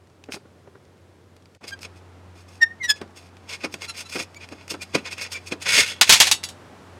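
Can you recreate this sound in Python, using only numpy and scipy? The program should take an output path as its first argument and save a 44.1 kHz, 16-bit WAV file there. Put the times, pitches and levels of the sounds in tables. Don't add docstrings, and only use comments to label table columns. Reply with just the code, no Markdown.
import sys
import numpy as np
from scipy import signal
from scipy.fft import rfft, irfft, next_fast_len
from scipy.io import wavfile

SR = 44100
rng = np.random.default_rng(int(sys.argv[2]) if len(sys.argv) > 2 else 0)


def wav_record(signal):
    frames = np.transpose(np.atleast_2d(signal))
    bounded = np.clip(frames, -1, 1)
    quanta = np.round(bounded * 32767).astype(np.int16)
    wavfile.write(sys.argv[1], SR, quanta)


N = 308429
TIME = np.arange(N) / SR


def from_db(db):
    return 10 ** (np.asarray(db) / 20)


def level(rows):
    return from_db(np.interp(TIME, *np.transpose(rows)))


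def coloured(x, colour, tilt_db=0, peak_hz=1000, peak_db=0, peak_octaves=.05):
    size = next_fast_len(len(x))
    hz = np.maximum(np.arange(size // 2 + 1) * SR / size, 1)
    points, db = np.transpose(colour)
    gain = from_db(np.interp(np.log(hz), np.log(points), db)) * np.minimum(hz / points[0], 1) ** 2
    octaves = np.log2(hz / np.average(hz, weights=gain ** 2))
    resonance_db = peak_db / (1 + (np.log2(hz / peak_hz) / peak_octaves) ** 2)
    gain *= from_db(tilt_db * np.clip(octaves, -1, 2) + resonance_db)
    shaped = irfft(rfft(x, size) * gain, size)[:len(x)]
    return shaped / np.sqrt(np.mean(shaped ** 2) + 1e-20)


def drift(rate, size):
    knots = rng.standard_normal(int(size / SR * rate) + 3)
    return np.interp(np.arange(size) * rate / SR, np.arange(len(knots)), knots)


def add(out, start_s, sound):
    i = round(start_s * SR)
    part = sound[max(-i, 0):N - i]
    out[max(i, 0):max(i, 0) + len(part)] += part


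def shower(size, slips_per_s, spread_db=2.6, judder_db=2, judder_hz=300):
    slips = (rng.random(size) < slips_per_s / SR) * rng.choice([-1, 1], size)
    strength_db = spread_db * np.minimum(rng.exponential(1, size), 3)
    return slips * from_db(strength_db + judder_db * drift(judder_hz, size))


def friction(strokes, colour, swell_s, fade_s, sing_octaves, sing_db=5, easing=.03, size=12288, **grain):
    out, t = np.zeros(N), (np.arange(size) - size // 4) / SR
    for start, length, db, tilt_db, hz in strokes:
        slips = coloured(shower(size, **grain), colour, tilt_db, hz, sing_db, sing_octaves)
        slack = np.maximum(-t / (swell_s + easing * length), (t - length) / (fade_s + easing * length))
        pressure = from_db(db - 10 * np.maximum(slack, 0) ** 1.15)
        add(out, start + t[0], pressure * slips)
    return out


def diffuse(x, ring_s, wet_db, top_hz, delay_s):
    t = TIME[:SR // 2]
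    tail = rng.standard_normal(len(t)) * from_db(-60 * t / ring_s) * (t > delay_s)
    tail = signal.sosfilt(signal.butter(1, top_hz, fs=SR, output="sos"), tail)
    return x + from_db(wet_db) * signal.oaconvolve(x, tail / np.linalg.norm(tail))[:N]


# time in seconds, level in dB.
WHEEL_RUSH = [(0, -56), (.3, -55), (.6, -54), (1.572, -55), (1.58, -95), (7, -120)]
JACK_RUSH = [(0, -120), (1.598, -95), (1.612, -51), (2.4, -52), (3.4, -51.5), (4.6, -51), (5.6, -50),
             (6.6, -46.5), (7, -47)]
# frequency in Hz, level in dB.
WHEEL_RUSH_COLOUR = [(30, -29), (55, -22), (85, -4), (130, -5), (220, -9), (400, -8), (550, -12),
                     (800, -17), (1400, -21), (2500, -27), (5000, -32), (9000, -37), (12000, -43),
                     (15800, -50)]
JACK_RUSH_COLOUR = [(30, -32), (55, -27), (85, -6), (130, -12), (200, -10), (350, -12), (550, -15),
                    (800, -15), (1400, -20), (2500, -27), (5000, -34), (9000, -40), (12000, -47),
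                    (15800, -56)]


def background_rush():
    by_wheel = level(WHEEL_RUSH) * coloured(rng.standard_normal(N), WHEEL_RUSH_COLOUR)
    by_jack = level(JACK_RUSH) * coloured(rng.standard_normal(N), JACK_RUSH_COLOUR)
    return by_wheel + by_jack


# time in seconds, level in dB.
HUM_LEVELS = [(0, -60), (1.57, -58), (1.6, -75), (1.63, -54), (1.9, -50), (2.3, -49), (2.45, -52), (4, -54),
              (5, -51.5)]
# multiple of the pitch, level in dB.
HUM_TONES = [(1, 0), (2, -18), (3, -17), (4, -14), (5, -18)]


def hum(pitch_hz=90, waver_db=.6):
    phase = 2 * np.pi * pitch_hz * TIME + .25 * drift(9, N)
    tones = sum(from_db(db) * np.sin(k * phase + rng.uniform(0, 2 * np.pi)) for k, db in HUM_TONES)
    return level(HUM_LEVELS) * from_db(waver_db * drift(8, N)) * np.sqrt(2) * tones


# start in seconds, level in dB.
CLICKS = [(.2394, -32), (.3217, -20), (.3364, -23), (.3431, -20), (1.3653, -37), (1.4571, -42),
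          (1.5489, -38), (1.7084, -31), (1.7908, -34), (1.8312, -24), (3.015, -26), (3.3687, -38),
          (3.7409, -14), (3.8202, -21), (4.157, -23), (4.346, -33), (4.4887, -30), (4.6798, -25),
          (4.7401, -26), (4.9526, -10), (5.1821, -24), (5.2135, -22), (5.5218, -22), (5.6221, -22),
          (6.4325, -24)]
# frequency in Hz, level in dB.
STEEL_COLOUR = [(250, -14), (600, -12), (1000, -9.5), (1500, -8), (2000, -6), (2600, -5), (3300, -7),
                (4300, -8), (5400, -8), (7000, -13), (9000, -17), (11000, -23), (13500, -28), (15800, -41)]


def joint_clicks(fade_s=.0028, ring_db=-30, faint_count=20, work_s=5.6, size=4096):
    out, t = np.zeros(N), TIME[:size]
    faint = [(work_s * when, -46 - 6 * weak) for when, weak in rng.random((faint_count, 2))]
    for start, db in CLICKS + faint:
        noise = rng.standard_normal(size)
        crack = coloured(noise, STEEL_COLOUR, tilt_db=-.9, peak_hz=2600, peak_db=2, peak_octaves=.1)
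        crack *= from_db(-10 * t / fade_s)
        add(out, start, from_db(db) * (crack + from_db(ring_db) * crank_ring(t)))
    return from_db(-7.5) * out


# pitch in Hz, level in dB, seconds to fade by 60 dB.
CRANK_TONES = [(1987, -10, .15), (2740, -7, .17), (2982, -9, .18), (3385, -6, .2), (3710, -7, .2),
               (3953, -9, .17), (4447, -8, .15), (4700, 1, .13), (5426, -8, .15), (6175, -12, .18),
               (6740, 0, .12), (7985, -7, .17), (8113, -14, .22), (9776, -8, .15), (10930, -11, .13),
               (11700, -15, .15)]


def crank_ring(t):
    return sum(from_db(db + rng.normal(0, 2) - 60 * t / ring_s)
               * np.sin(2 * np.pi * hz * t) * rng.choice([-1, 1]) for hz, db, ring_s in CRANK_TONES)


# frequency in Hz, width in Hz, level in dB.
FRAME_BANDS = [(2520, 180, -3), (4750, 260, -6), (5450, 300, -7.5), (8100, 200, -9), (8750, 300, -6)]


def through_frame(x):
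    return x + sum(from_db(db) * signal.lfilter(*signal.iirpeak(hz, hz / width, fs=SR), x)
                   for hz, width, db in FRAME_BANDS)


# start in seconds, level in dB.
WHEEL_JOLTS = [(.289, -30.5), (.343, -35), (.364, -36), (.455, -47), (.675, -45), (.754, -43)]
# frequency in Hz, level in dB.
THUD_COLOUR = [(80, -18), (150, -7), (250, -1), (380, -1), (550, -6), (900, -12), (1500, -13), (3000, -30),
               (8000, -55), (16000, -80)]
THUD_GRAIN = dict(slips_per_s=4000, spread_db=2.2, judder_db=1.2, judder_hz=250)


def wheel_jolts(wheel_hz=390, tilt_db=.8):
    jolts = [(start, 0, db, tilt_db, wheel_hz) for start, db in WHEEL_JOLTS]
    return friction(jolts, THUD_COLOUR, swell_s=.0025, fade_s=.011, sing_octaves=.3, sing_db=8,
                    **THUD_GRAIN)


# start in seconds, length in seconds, level in dB, tilt in dB per octave.
RUB_STROKES = [(.323, .027, -36, 2.9), (1.681, .011, -36, 3.1), (1.82, .016, -43, 4.8), (1.96, .02, -55, 2),
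               (2.36, .06, -55, 2.5), (2.485, .09, -55, 2.8), (2.962, .015, -46, 0),
               (3.165, .022, -44, 2.8), (3.21, .06, -56, 2), (3.495, .055, -33, -1), (3.609, .022, -42, -4),
               (3.725, .018, -43, 3.5), (3.82, .03, -33, -.5), (3.945, .01, -41, -1.5),
               (3.972, .044, -33.5, 2.5), (4.095, .025, -41.5, 2), (4.128, .097, -33.5, 1.8),
               (4.41, .033, -41, -4), (4.585, .04, -50, -4.5), (4.702, .016, -28.5, 2.9),
               (4.82, .008, -32, 2.5), (4.96, .03, -36, -4.2), (5.056, .021, -30, -4),
               (5.115, .018, -33, -.3), (5.183, .012, -33, -3), (5.213, .021, -29.5, 1),
               (5.245, .02, -34, -3.8), (5.322, .012, -30, 3.1), (5.35, .025, -37, -3.5),
               (5.468, .014, -37.5, 2.9), (5.665, .006, -22, -4)]


def steel_rubs(sing_hz=2480, bright_tilt_db=3):
    strokes = []
    for start, length, db, tilt_db in RUB_STROKES:
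        hz = sing_hz * (2 if tilt_db > bright_tilt_db else 1) * rng.normal(1, .05)
        strokes.append((start, length, db, tilt_db, hz))
    return friction(strokes, STEEL_COLOUR, swell_s=.007, fade_s=.012, sing_octaves=.06, slips_per_s=5000)


# start in seconds, thud level in dB, thud pitch in Hz, grinding level in dB.
ROCKS = [(1.645, -43, 340, -38), (1.851, -44, 500, -34), (3.019, -32, 220, -47), (3.646, -26, 260, -23),
         (3.746, -40, 220, -47), (4.162, -24.5, 260, -28), (4.2, -34, 490, -24), (4.525, -36, 250, -38),
         (4.715, -35, 340, -40), (4.745, -31, 340, -38), (4.953, -19.5, 250, -18), (5.524, -26, 330, -26),
         (5.783, -28, 470, -12)]


def base_thuds(thud_tilt_db=.3, settle_s=.03, settle_db=-19, settle_tilt_db=-3):
    thuds = [(start, 0, db, thud_tilt_db, hz) for start, db, hz, _ in ROCKS]
    rumbles = [(start + settle_s, 0, db + settle_db, settle_tilt_db, hz) for start, db, hz, _ in ROCKS]
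    rocking = friction(thuds, THUD_COLOUR, swell_s=.006, fade_s=.016, sing_octaves=.25, **THUD_GRAIN)
    settling = friction(rumbles, THUD_COLOUR, swell_s=.015, fade_s=.04, sing_octaves=.25, **THUD_GRAIN)
    return rocking + settling


def joint_grinding(sing_hz=2400, tilt_db=-1.9):
    grinds = [(start, 0, db, tilt_db, sing_hz) for start, _, _, db in ROCKS]
    return friction(grinds, STEEL_COLOUR, swell_s=.009, fade_s=.011, sing_octaves=.1, slips_per_s=6000)


# loudest moment in seconds, pitch in Hz, glide in octaves per second,
# level in dB, seconds to fade by 8 dB, overtone level in dB, roughness from 0 to 1.
SCREW_SQUEAKS = [(1.732, 1604, -.5, -29, .013, -5, .15), (2.621, 1863, -.5, -19, .007, -6, .45),
                 (2.632, 1843, -.2, -4.5, .011, -16, .22), (2.665, 1835, 0, -33, .011, -20, .1),
                 (2.716, 1852, 0, -34, .01, -28, .05), (2.819, 2099, -2.5, -25, .011, -28, .1),
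                 (2.848, 1935, -1, -21, .017, -5, .35), (2.904, 1716, -1.2, -15, .015, 3.5, .3),
                 (3.898, 1362, -.3, -38, .017, 12, .45), (4.065, 1335, 0, -50, .016, 10, .6),
                 (4.37, 2290, 0, -39, .011, -6, .5), (4.82, 2412, 0, -33, .014, -14, .5),
                 (5.36, 2342, .3, -29.5, .018, -14, .5)]
# multiple of the pitch, level in dB.
SQUEAK_TONES = [(.5, -22), (1.5, -15), (2, -5), (2.5, -21), (3, -3), (4, -15), (5, -19), (6, -29), (7, -30),
                (8, -33)]


def screw_squeaks(waver=.03, rasp=.65, flutter_db=3.5, swell_share=.85, size=8192):
    out, t = np.zeros(N), (np.arange(size) - size // 2) / SR
    for peak_s, hz, glide, db, fade_s, overtones_db, rough in SCREW_SQUEAKS:
        pitch = hz * 2 ** (glide * t) * (1 + waver * rough * drift(600, size))
        phase = 2 * np.pi * np.cumsum(pitch) / SR
        grip = from_db(-8 * (np.maximum(-t / swell_share, t) / fade_s) ** 1.6)
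        extras = rasp * rough * coloured(rng.standard_normal(size), STEEL_COLOUR, tilt_db=1)
        shrill_tilt_db = .8 * max(overtones_db, 0)
        for k, tone_db in SQUEAK_TONES:
            slip = rng.uniform(0, 2 * np.pi) + 1.6 * rough * drift(450, size)
            strength = from_db(tone_db + shrill_tilt_db * np.log2(k / 3) + flutter_db * drift(250, size))
            extras += strength * np.sin(k * phase + slip)
        squeak = np.sin(phase) + from_db(overtones_db) * grip ** .5 * extras
        add(out, peak_s + t[0], from_db(db) * grip * squeak)
    return out


# time in seconds, level in dB.
WHISPER_LEVELS = [(3.3, -80), (3.5, -57), (4.25, -61), (4.9, -56), (5.45, -56), (5.65, -80)]


def screw_whisper():
    slips = shower(N, slips_per_s=6000, judder_db=3, judder_hz=25)
    return level(WHISPER_LEVELS) * coloured(slips, STEEL_COLOUR, tilt_db=.5)


# time in seconds, level in dB, treble in dB (used against its average).
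DRAG_LEVELS = [(5.6, -55, -5), (5.624, -32, -3), (5.648, -40, -6), (5.66, -32, -14), (5.682, -20, -8),
               (5.8, -14, -4), (5.81, -13, -7), (5.856, -33, -9), (5.87, -27, -8), (5.926, -32, -9),
               (5.948, -45, -11), (6.0, -50, -18)]
# time in seconds, pitch in Hz.
DRAG_NOTE = [(5.68, 2550), (5.74, 2250), (5.785, 2650), (5.81, 1650), (5.84, 2400), (5.9, 3200)]
# frequency in Hz, level in dB.
SCRAPE_COLOUR = [(100, -14), (250, -16), (600, -13), (1100, -9), (1700, -1), (2500, 0), (3400, -2),
                 (5200, -3), (7000, -8), (9000, -10), (12000, -21), (15800, -32)]
SCRAPE_GRAIN = dict(slips_per_s=7000, spread_db=2.8, judder_db=2, judder_hz=250)


def foot_drag(treble_hz=4500, sing_db=-2, sing_width_hz=400):
    times, db, treble_db = np.transpose(DRAG_LEVELS)
    loudness = from_db(np.interp(TIME, times, db, left=-120, right=-120) - 2.7)
    grit = coloured(shower(N, **SCRAPE_GRAIN), SCRAPE_COLOUR)
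    treble = signal.sosfiltfilt(signal.butter(2, treble_hz, "high", fs=SR, output="sos"), grit)
    treble_gain = from_db(np.interp(TIME, times, treble_db - treble_db.mean()) - .8)
    pitch = np.interp(TIME, *np.transpose(DRAG_NOTE))
    carrier = np.exp(2j * np.pi * np.cumsum(pitch) / SR)
    pole = np.exp(-np.pi * sing_width_hz / SR)
    singing = 2 * np.real(carrier * signal.lfilter([1 - pole], [1, -pole], grit / carrier))
    return loudness * (grit + from_db(sing_db) * singing + (treble_gain - 1) * treble)


# start in seconds, level in dB, seconds to fade by 10 dB,
# tilt in dB per octave, level of the crank's ring in dB.
ARM_HITS = [(6.0115, -1, .014, -1.8, -24), (6.0938, -.5, .022, 0, -24), (6.1235, -2, .024, 0, -24),
            (6.2015, 1, .021, -.3, -24), (6.2705, -15, .016, 0, -24), (6.3135, -7.5, .015, 1.9, -14),
            (6.4375, -22, .011, 2.2, -10), (6.488, -34, .016, 2, -13)]
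# frequency in Hz, level in dB.
CRASH_COLOUR = [(50, -28), (120, -23), (270, -17), (500, -17), (900, -6), (1250, -9), (1800, -4),
                (2700, -1), (3800, 0), (5200, -2), (7000, -5), (9500, -11), (12500, -20), (15800, -31)]


def arm_clangs(chatter_db=1.5, chatter_hz=400, size=16384):
    out, t = np.zeros(N), TIME[:size]
    for start, db, fade_s, tilt_db, ring_db in ARM_HITS:
        crash = coloured(rng.standard_normal(size), CRASH_COLOUR, tilt_db)
        crash *= from_db(chatter_db * drift(chatter_hz, size) - 10 * t / fade_s)
        add(out, start, from_db(db) * (crash + from_db(ring_db) * crank_ring(t)))
    return out


# start in seconds, length in seconds, level in dB, tilt in dB per octave, pitch in Hz.
SLIDE_STROKE = (6.08, .21, -28, .5, 2400)


def arm_slide():
    return friction([SLIDE_STROKE], SCRAPE_COLOUR, swell_s=.02, fade_s=.02, sing_octaves=.13,
                    easing=0, size=24576, **SCRAPE_GRAIN)


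def scene():
    rubbing = from_db(-3.8) * (steel_rubs() + joint_grinding() + screw_whisper())
    scraping = through_frame(rubbing) + foot_drag() + arm_slide()
    frame = diffuse(scraping, ring_s=.035, wet_db=-6, top_hz=12000, delay_s=.0003)
    thuds = from_db(1.3) * (wheel_jolts() + base_thuds())
    work = frame + thuds + screw_squeaks() + through_frame(joint_clicks()) + arm_clangs()
    garage = diffuse(work, ring_s=.26, wet_db=-28, top_hz=3500, delay_s=.006)
    return (garage + background_rush() + hum())[None]


def record(dry, ceiling=.64, cutoff_hz=16100):
    squashed = dry / (1 + (dry / ceiling) ** 6) ** (1 / 6)
    return signal.oaconvolve(squashed, signal.firwin(255, cutoff_hz, fs=SR)[None], "same")


dry = scene()
out = record(dry)
wav_record(out)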